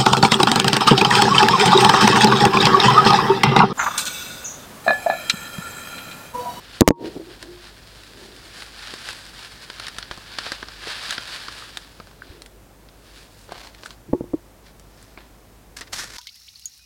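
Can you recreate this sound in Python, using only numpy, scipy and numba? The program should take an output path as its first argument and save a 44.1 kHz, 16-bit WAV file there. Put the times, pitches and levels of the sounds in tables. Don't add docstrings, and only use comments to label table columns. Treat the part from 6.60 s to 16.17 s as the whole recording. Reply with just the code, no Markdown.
import sys
import numpy as np
from scipy import signal
from scipy.fft import rfft, irfft
from scipy.io import wavfile
from scipy.ndimage import uniform_filter1d
from numba import njit

SR = 44100
rng = np.random.default_rng(int(sys.argv[2]) if len(sys.argv) > 2 else 0)


def to_wav(s):
    ch = np.atleast_2d(s).T
    pcm = np.round(np.clip(ch, -1, 1) * 32767)
    wavfile.write(sys.argv[1], SR, pcm.astype(np.int16))


N = 422037
T = np.arange(N) / SR

# pitch_hz, level_db (relative)
ROOM_TONE = [(25, -28.5), (42, -9.5), (55, -8.5), (75, -15), (107, -11), (170, -14.5), (350, -16.5),
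             (670, -20.5), (1100, -25), (2900, -33), (7000, -36), (15500, -38.5)]
ROOM_DB = -50
# pitch_hz, level_db (rms)
MAINS_HUM = [(50, -54), (102, -62)]

# pitch_hz, level_db (relative)
CREAK_TONE = [(30, -37), (80, -18), (180, -13), (280, -6), (350, 0), (440, -5.5), (560, -12.5),
              (800, -19.5), (2000, -51.5)]
# peak_s, level_db, rise_s, fall_s
CREAKS = [(.42, -21.5, .045, 0.044), (.567, -30, .02, 0.012), (.6, -31.5, 0.0073, 0.017),
          (.73, -44.5, 0.079, 0.035), (.85, -42, .025, 0.071), (1.62, -46.5, 0.084, 0.22),
          (5.72, -48.5, 0.077, .12)]
# start_s, level_db (before rise and decay), pitch_hz, t60_s
SHIVERS = [(.211, -3, 70, 0.056), (.283, 2, 48, 0.099), (.608, -36, 328.5, 0.28), (.668, -34.5, 360, 0.18),
           (.877, -34.5, 354, 0.49), (5.7, -29, 80, 0.058), (7.485, -29.5, 335, 0.096),
           (7.495, -31, 140, 0.15), (7.533, -19, 85.5, .045), (7.546, -10.5, 358, 0.054),
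           (7.575, -34.5, 349, 0.61), (7.622, -33, 139, 0.1), (7.7415, -5.5, 317, 0.035)]
# start_s, thump_peak_db, contact_ms, click_db (relative to the thump)
KNOCKS_AND_OVERLOAD = [(0.2086, 8, 0.89, 0), (0.2173, 19, 1.72, -66), (0.229, 6, 0.79, -50),
                       (0.277, 22.5, 0.74, 0), (0.2814, 12, 0.86, 2), (0.2864, 22, 1.66, 3.5),
                       (0.2872, 9.5, 1.9, 11), (0.306, 32, 1.03, -24), (.316, 13, 1.6, -27),
                       (7.486, -31, 2.1, -40), (7.5305, -13.5, 0.97, -27), (7.5341, -2.5, 1.13, -51),
                       (7.6085, -13.5, 1.4, -50), (7.641, -25, 1.2, -40), (7.7347, -18.5, 0.88, -30),
                       (7.7384, -12, 1.5, -52)]
RING_HZ = 937
# pitch_hz, level_db (relative), t60_s
STAND_TONES = [(151, -19, 0.085), (240, -0.5, 0.015), (292, 0, 0.031), (350, -26, 0.13), (460, -3, 0.036),
               (560, -13.5, 0.028), (860, -5.5, 0.041), (RING_HZ, -23.5, 0.24), (1100, -16.5, 0.091),
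               (1800, -12.5, 0.028)]
# pitch_hz, level_db (relative)
CLICK_TONE = [(300, 6.5), (1500, -3.5), (4000, -9.5), (6000, -6.5), (8500, -16.5), (16000, -22.5)]

# pitch_hz, level_db (relative)
FULL_BAG_TONE = [(150, -1), (500, -5), (1050, 2), (1400, 5), (1780, 8), (2150, 4), (2900, 0.5), (3800, 4),
                 (4400, 4), (5300, 3), (6500, -4.5), (9000, -11.5), (12000, -16), (16000, -32)]
# peak_s, level_db, rise_s, fall_s, treble_db (relative to the level)
GRIPS = [(8.07, -49.5, 0.019, 0.033, -12), (8.41, -57, 0.11, 0.21, -5.5), (9.168, -37.5, 0.0018, .018, -2),
         (9.192, -39.5, .007, .012, -7), (9.213, -32.5, .003, .013, -14), (9.276, -46, 0.0065, .009, -11),
         (9.333, -28, 0.0038, 0.023, -1.5), (9.395, -30, 0.025, 0.041, -3), (9.49, -44, .07, 0.067, -7),
         (9.565, -36, 0.033, .05, -4)]
# pitch_hz, level_db (relative)
SLACK_BAG_TONE = [(100, -15), (400, 3), (900, 8), (1600, 5), (2600, 2.5), (4400, 2), (6000, -15.5),
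                  (9500, -26.5), (16000, -36)]
# peak_s, level_db, rise_s, fall_s, treble_db (relative to the level)
CRUMPLES = [(6.93, -40, 0.028, .04, -17), (6.99, -40.5, .03, 0.054, -7.5), (7.04, -45, 0.018, 0.057, -6),
            (7.17, -51, 0.023, 0.065, -8), (7.26, -45, 0.03, 0.018, 0.5), (7.315, -52.5, .03, 0.038, -2),
            (8.582, -45, 0.0078, 0.052, -33)]

# start_s, level_db (before rise and decay), pitch_hz
POPS = [(2.337, -27, 405), (4.028, -18, 1630), (4.272, -22.5, 447), (4.581, -16.5, 1380),
        (4.884, -19, 1200), (5.023, -24.5, 1240), (5.172, -13.5, 3700), (5.401, -28, 1260),
        (5.401, -33, 2200), (5.6206, -20.5, 1530), (6.921, -24, 720), (7.2591, -20.5, 1470),
        (8.575, -26.5, 2260), (9.217, -23, 1900)]
POP_T60_S, POP_REF_HZ = 0.016, 1000
# start_s, level_db, thud_db and treble_db (both relative to the level)
CRACKLES = [(0.8269, -30, -10, -7), (2.022, -29.5, -12, -15), (2.3384, -29.5, -5, -10),
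            (2.4883, -23.5, -22, -11), (3.1, -28.5, -9, -16), (3.1977, -26.5, -14, -11),
            (3.2678, -26.5, -32, -12), (3.2824, -27, -15, -8), (3.3843, -23.5, -9, -8),
            (3.4269, -26.5, -20, -30), (3.512, -24.5, -1, -22), (3.5754, -37.5, 3, -6),
            (3.7859, -20, -8, -15.5), (3.8645, -28, -0.5, -22), (3.919, -19, -7.5, -13.5),
            (4.028, -32.5, 2, -32), (4.085, -31.5, -6, -23), (4.5074, -19, -30, -8),
            (4.5803, -21.5, -9.5, -30), (4.882, -28.5, -8, -33), (5.172, -25.5, -8.5, -6.5),
            (5.4, -40, 8, -30), (5.4714, -42, 0.5, -13), (5.5126, -47.5, 5, -15), (5.82, -34, -19, -4.5),
            (5.8608, -38.5, -18, -5.5), (6.2876, -44, -13, -22), (6.8917, -45, 9, -18),
            (6.9208, -37.5, 10, -5), (7.1478, -38.5, -26, -13), (7.234, -33, -6, -20),
            (7.26, -34.5, -11, -5), (7.3066, -33.5, -13, -15), (8.197, -48.5, -11, 4.5),
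            (8.427, -49.5, -20, 5.5), (8.576, -47, 12, -30), (9.2099, -33.5, -6, -1),
            (9.3307, -30, -5, -12), (9.4363, -36.5, 0.5, -1)]
# pitch_hz, level_db (relative)
FOLD_TONE = [(100, -15.5), (350, -11), (900, -9), (1550, -1), (2450, -10), (3800, -5), (5000, -6),
             (6200, -11), (9500, -10.5), (12000, -26), (16000, -25)]

# pitch_hz, level_db (relative)
BEAD_TONE = [(60, -23), (400, -12.5), (900, -7), (1200, -5), (1680, 1), (2000, -5.5), (2450, -4.5),
             (3500, -3), (4700, -2.5), (5300, -7), (6000, -13.5), (10000, -17), (11500, -24.5),
             (16000, -34)]
# peak_s, level_db, rise_s, treble_db (relative to the level)
SQUEEZES = [(0.077, -45.5, 0.068, -18), (0.169, -41, 0.063, -12.5), (0.457, -38.5, 0.058, -16),
            (0.72, -44, .055, -17), (0.827, -45.5, 0.046, -11), (1.059, -45.5, .125, -12.5),
            (2.007, -37, 0.062, -9), (2.276, -38, 0.14, -13.5), (2.497, -34.5, 0.074, -10.5),
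            (2.85, -40.5, 0.072, -11.5), (3.036, -46, 0.068, -14), (3.25, -37.5, 0.1, -16),
            (3.418, -42.5, 0.073, -24), (3.55, -46, 0.075, -25), (3.857, -33, 0.15, -15),
            (4.316, -31.5, 0.12, -14.5), (4.515, -30, 0.13, -13), (4.751, -31, 0.089, -12.5),
            (4.975, -40, 0.29, -11), (5.715, -50.5, .13, -15), (6.58, -49, 0.14, -8), (6.8, -54, 0.11, -2)]
RELEASE_SHARE = 0.7
# time_s, level_db
TRICKLE = [(0, -52), (.6, -51), (.95, -54), (1.4, -48), (2.7, -44.5), (3.7, -48.5), (4.2, -50),
           (5.3, -52.5), (6, -78), (6.9, -90)]
TRICKLE_TREBLE_DB = -9.5
SWELL_SHAPE = 1.12


def undb(db):
    return 10 ** (np.asarray(db) / 20)


def unit(x):
    return x / np.sqrt(np.mean(x ** 2))


def add(out, s, x):
    i = max(int(s * SR), 0)
    out[i:i + len(x)] += x[:max(N - i, 0)]


def colour(x, points, size=4096):
    hz, db = np.transpose(points)
    f = np.maximum(np.fft.rfftfreq(size, 1 / SR), 1)
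    log_gain = np.log(undb(np.interp(np.log(f), np.log(hz), db)))
    cepstrum = irfft(log_gain)
    cepstrum[1:size // 2] *= 2
    cepstrum[size // 2 + 1:] = 0
    response = irfft(np.exp(rfft(cepstrum)))
    return signal.fftconvolve(x, response)[:len(x)]


def split(x, hz, order=4):
    parts = []
    for kind in ("low", "high"):
        sos = signal.butter(order, hz, kind, fs=SR, output="sos")
        parts.append(signal.sosfilt(np.vstack([sos, sos]), x))
    return parts


def fade(t, t60):
    return undb(-60 * t / max(t60, 1e-4))


def walk(rate):
    k = int(SR / rate)
    steps = np.repeat(rng.standard_normal(N // k + 1), k)
    return unit(uniform_filter1d(steps, k)[:N])


def grains(per_s, spread_db):
    hit = rng.random(N) < per_s / SR
    sign = np.sign(rng.standard_normal(N))
    size_db = spread_db * np.minimum(rng.exponential(size=N), 5)
    return hit * sign * undb(size_db)


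def swells(rows):
    power = np.zeros(N)
    for s, db, rise_s, fall_s in rows:
        t = np.arange(max(-4 * rise_s, -s), 4 * fall_s, 1 / SR)
        away = np.where(t < 0, -t / rise_s, t / fall_s)
        level = undb(db) * np.exp(-away ** SWELL_SHAPE)
        add(power, s + t[0], level ** 2)
    return np.sqrt(power)


def rings(rows, rise_s):
    out, t = np.zeros(N), T[:16384]
    for s, db, hz, t60 in rows:
        tone = np.sin(2 * np.pi * hz * t) * fade(t, t60)
        add(out, s, undb(db) * tone * (1 - np.exp(-t / rise_s)))
    return out


def rustle(moves, contacts, spectrum, steady=0, steady_treble=0):
    body, sheen = split(colour(contacts, spectrum), 5700)
    level = swells([(s, db, rise, fall) for s, db, rise, fall, treble in moves])
    bright = swells([(s, db + treble, rise, fall) for s, db, rise, fall, treble in moves])
    return np.hypot(level, steady) * unit(body) + np.hypot(bright, steady_treble) * unit(sheen)


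def room():
    hum = sum(undb(db) * unit(np.sin(2 * np.pi * hz * T)) for hz, db in MAINS_HUM)
    noise = unit(colour(rng.standard_normal(N), ROOM_TONE))
    return undb(ROOM_DB) * noise + hum


def reflections(x, wet_db=-15, t60=0.14):
    t = T[:12000]
    tail = rng.standard_normal(len(t)) * fade(t, t60) * (t > .003)
    tail /= np.sqrt(np.sum(tail ** 2))
    return x + undb(wet_db) * signal.fftconvolve(x, tail)[:N]


def creak():
    slips = colour(grains(per_s=700, spread_db=0.6), CREAK_TONE)
    return unit(slips) * swells(CREAKS)


def shivers():
    return rings(SHIVERS, rise_s=0.0016)


def knocks_and_overload(click_t60=0.0073, whine_hz=6600, whine_db=-26, whine_t60=0.022):
    out, t = np.zeros(N), T[:16384]
    ring = sum(undb(db) * np.cos(2 * np.pi * hz * t) * fade(t, t60) for hz, db, t60 in STAND_TONES)
    whine = undb(whine_db) * np.sin(2 * np.pi * whine_hz * t) * fade(t, whine_t60)
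    for s, db, contact_ms, click_db in KNOCKS_AND_OVERLOAD:
        push = np.sin(np.pi * np.minimum(1000 * t / contact_ms, 1))
        thump = signal.fftconvolve(push, ring)[:len(t)]
        click = colour(rng.standard_normal(len(t)) * fade(t, click_t60), CLICK_TONE)
        click = click / abs(click).max() + whine
        add(out, s, undb(db) * (thump / abs(thump).max() + undb(click_db) * click))
    return out


def second_bag(clump_db=1.5):
    creases = grains(per_s=4000, spread_db=3.0) * undb(clump_db * walk(160))
    return rustle(GRIPS, creases, FULL_BAG_TONE)


def empty_bag(clump_db=2.5):
    creases = grains(per_s=1500, spread_db=0.7) * undb(clump_db * walk(170))
    return rustle(CRUMPLES, creases, SLACK_BAG_TONE)


def pops():
    rows = [(s, db, hz, POP_T60_S * np.sqrt(POP_REF_HZ / hz)) for s, db, hz in POPS]
    return rings(rows, rise_s=0.00031)


def crackles(snap_t60=0.0015, crumple_db=-8, crumple_t60=0.022, shaken_db=-22, shaken_t60=0.063):
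    out, t = np.zeros(N), T[:4096]
    crumple = undb(crumple_db) * fade(t, crumple_t60)
    shaken = undb(shaken_db) * fade(t, shaken_t60)
    force = fade(t, snap_t60) + crumple + shaken
    for s, db, thud_db, treble_db in CRACKLES:
        chance = rng.standard_normal((2, len(t)))
        rough = chance[0] * np.exp(.5 * chance[1])
        low, rest = split(colour(rough * force, FOLD_TONE), 1000, order=2)
        middle, high = split(rest, 5500)
        for part, part_db in ((low, thud_db), (middle, 0), (high, treble_db)):
            peak = np.sqrt(uniform_filter1d(part ** 2, size=128).max())
            add(out, s, part * undb(db + part_db) / peak)
    return out


def small_folds(per_s, t60):
    starts = abs(grains(per_s, spread_db=0.0))
    force = signal.fftconvolve(starts, fade(T[:4096], t60))[:N]
    return unit(force * rng.standard_normal(N))


def pouring(surge_db=2.6, ticks_db=-6, folds_db=-10):
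    rubbing = unit(grains(per_s=9000, spread_db=1.0)) * undb(surge_db * np.tanh(walk(45)))
    ticks = undb(ticks_db) * unit(grains(per_s=300, spread_db=2.5))
    folds = undb(folds_db) * small_folds(per_s=30, t60=0.016)
    rushes = [(s, db, rise, RELEASE_SHARE * rise, treble) for s, db, rise, treble in SQUEEZES]
    trickle_s, trickle_db = np.transpose(TRICKLE)
    trickle = undb(np.interp(T, trickle_s, trickle_db))
    trickle_treble = trickle * undb(TRICKLE_TREBLE_DB)
    return rustle(rushes, rubbing + ticks + folds, BEAD_TONE, trickle, trickle_treble)


def scene():
    airborne = pouring() + empty_bag() + second_bag() + crackles() + pops()
    bumps = knocks_and_overload() + shivers() + creak()
    return (reflections(airborne) + bumps + room())[None]


@njit
def gain_cut(over_db, release, lag):
    cut, held, now = np.empty(len(over_db)), 0., 0.
    for i in range(len(over_db)):
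        held = max(over_db[i], held - release, 0.)
        now += (held - now) * lag
        cut[i] = now
    return cut


def record(dry, limit_db=-4, release_db_per_s=240, lag_s=0.0053):
    over_db = 20 * np.log10(abs(dry[0]) + 1e-9) - limit_db
    cut_db = gain_cut(over_db, release_db_per_s / SR, 1 / (lag_s * SR))
    clipped = np.clip(dry * undb(-cut_db), -1, 1)
    low_pass = signal.ellip(8, .2, 70, 16300, fs=SR, output="sos")
    return signal.sosfilt(low_pass, clipped)


dry = scene()
out = record(dry)
to_wav(out)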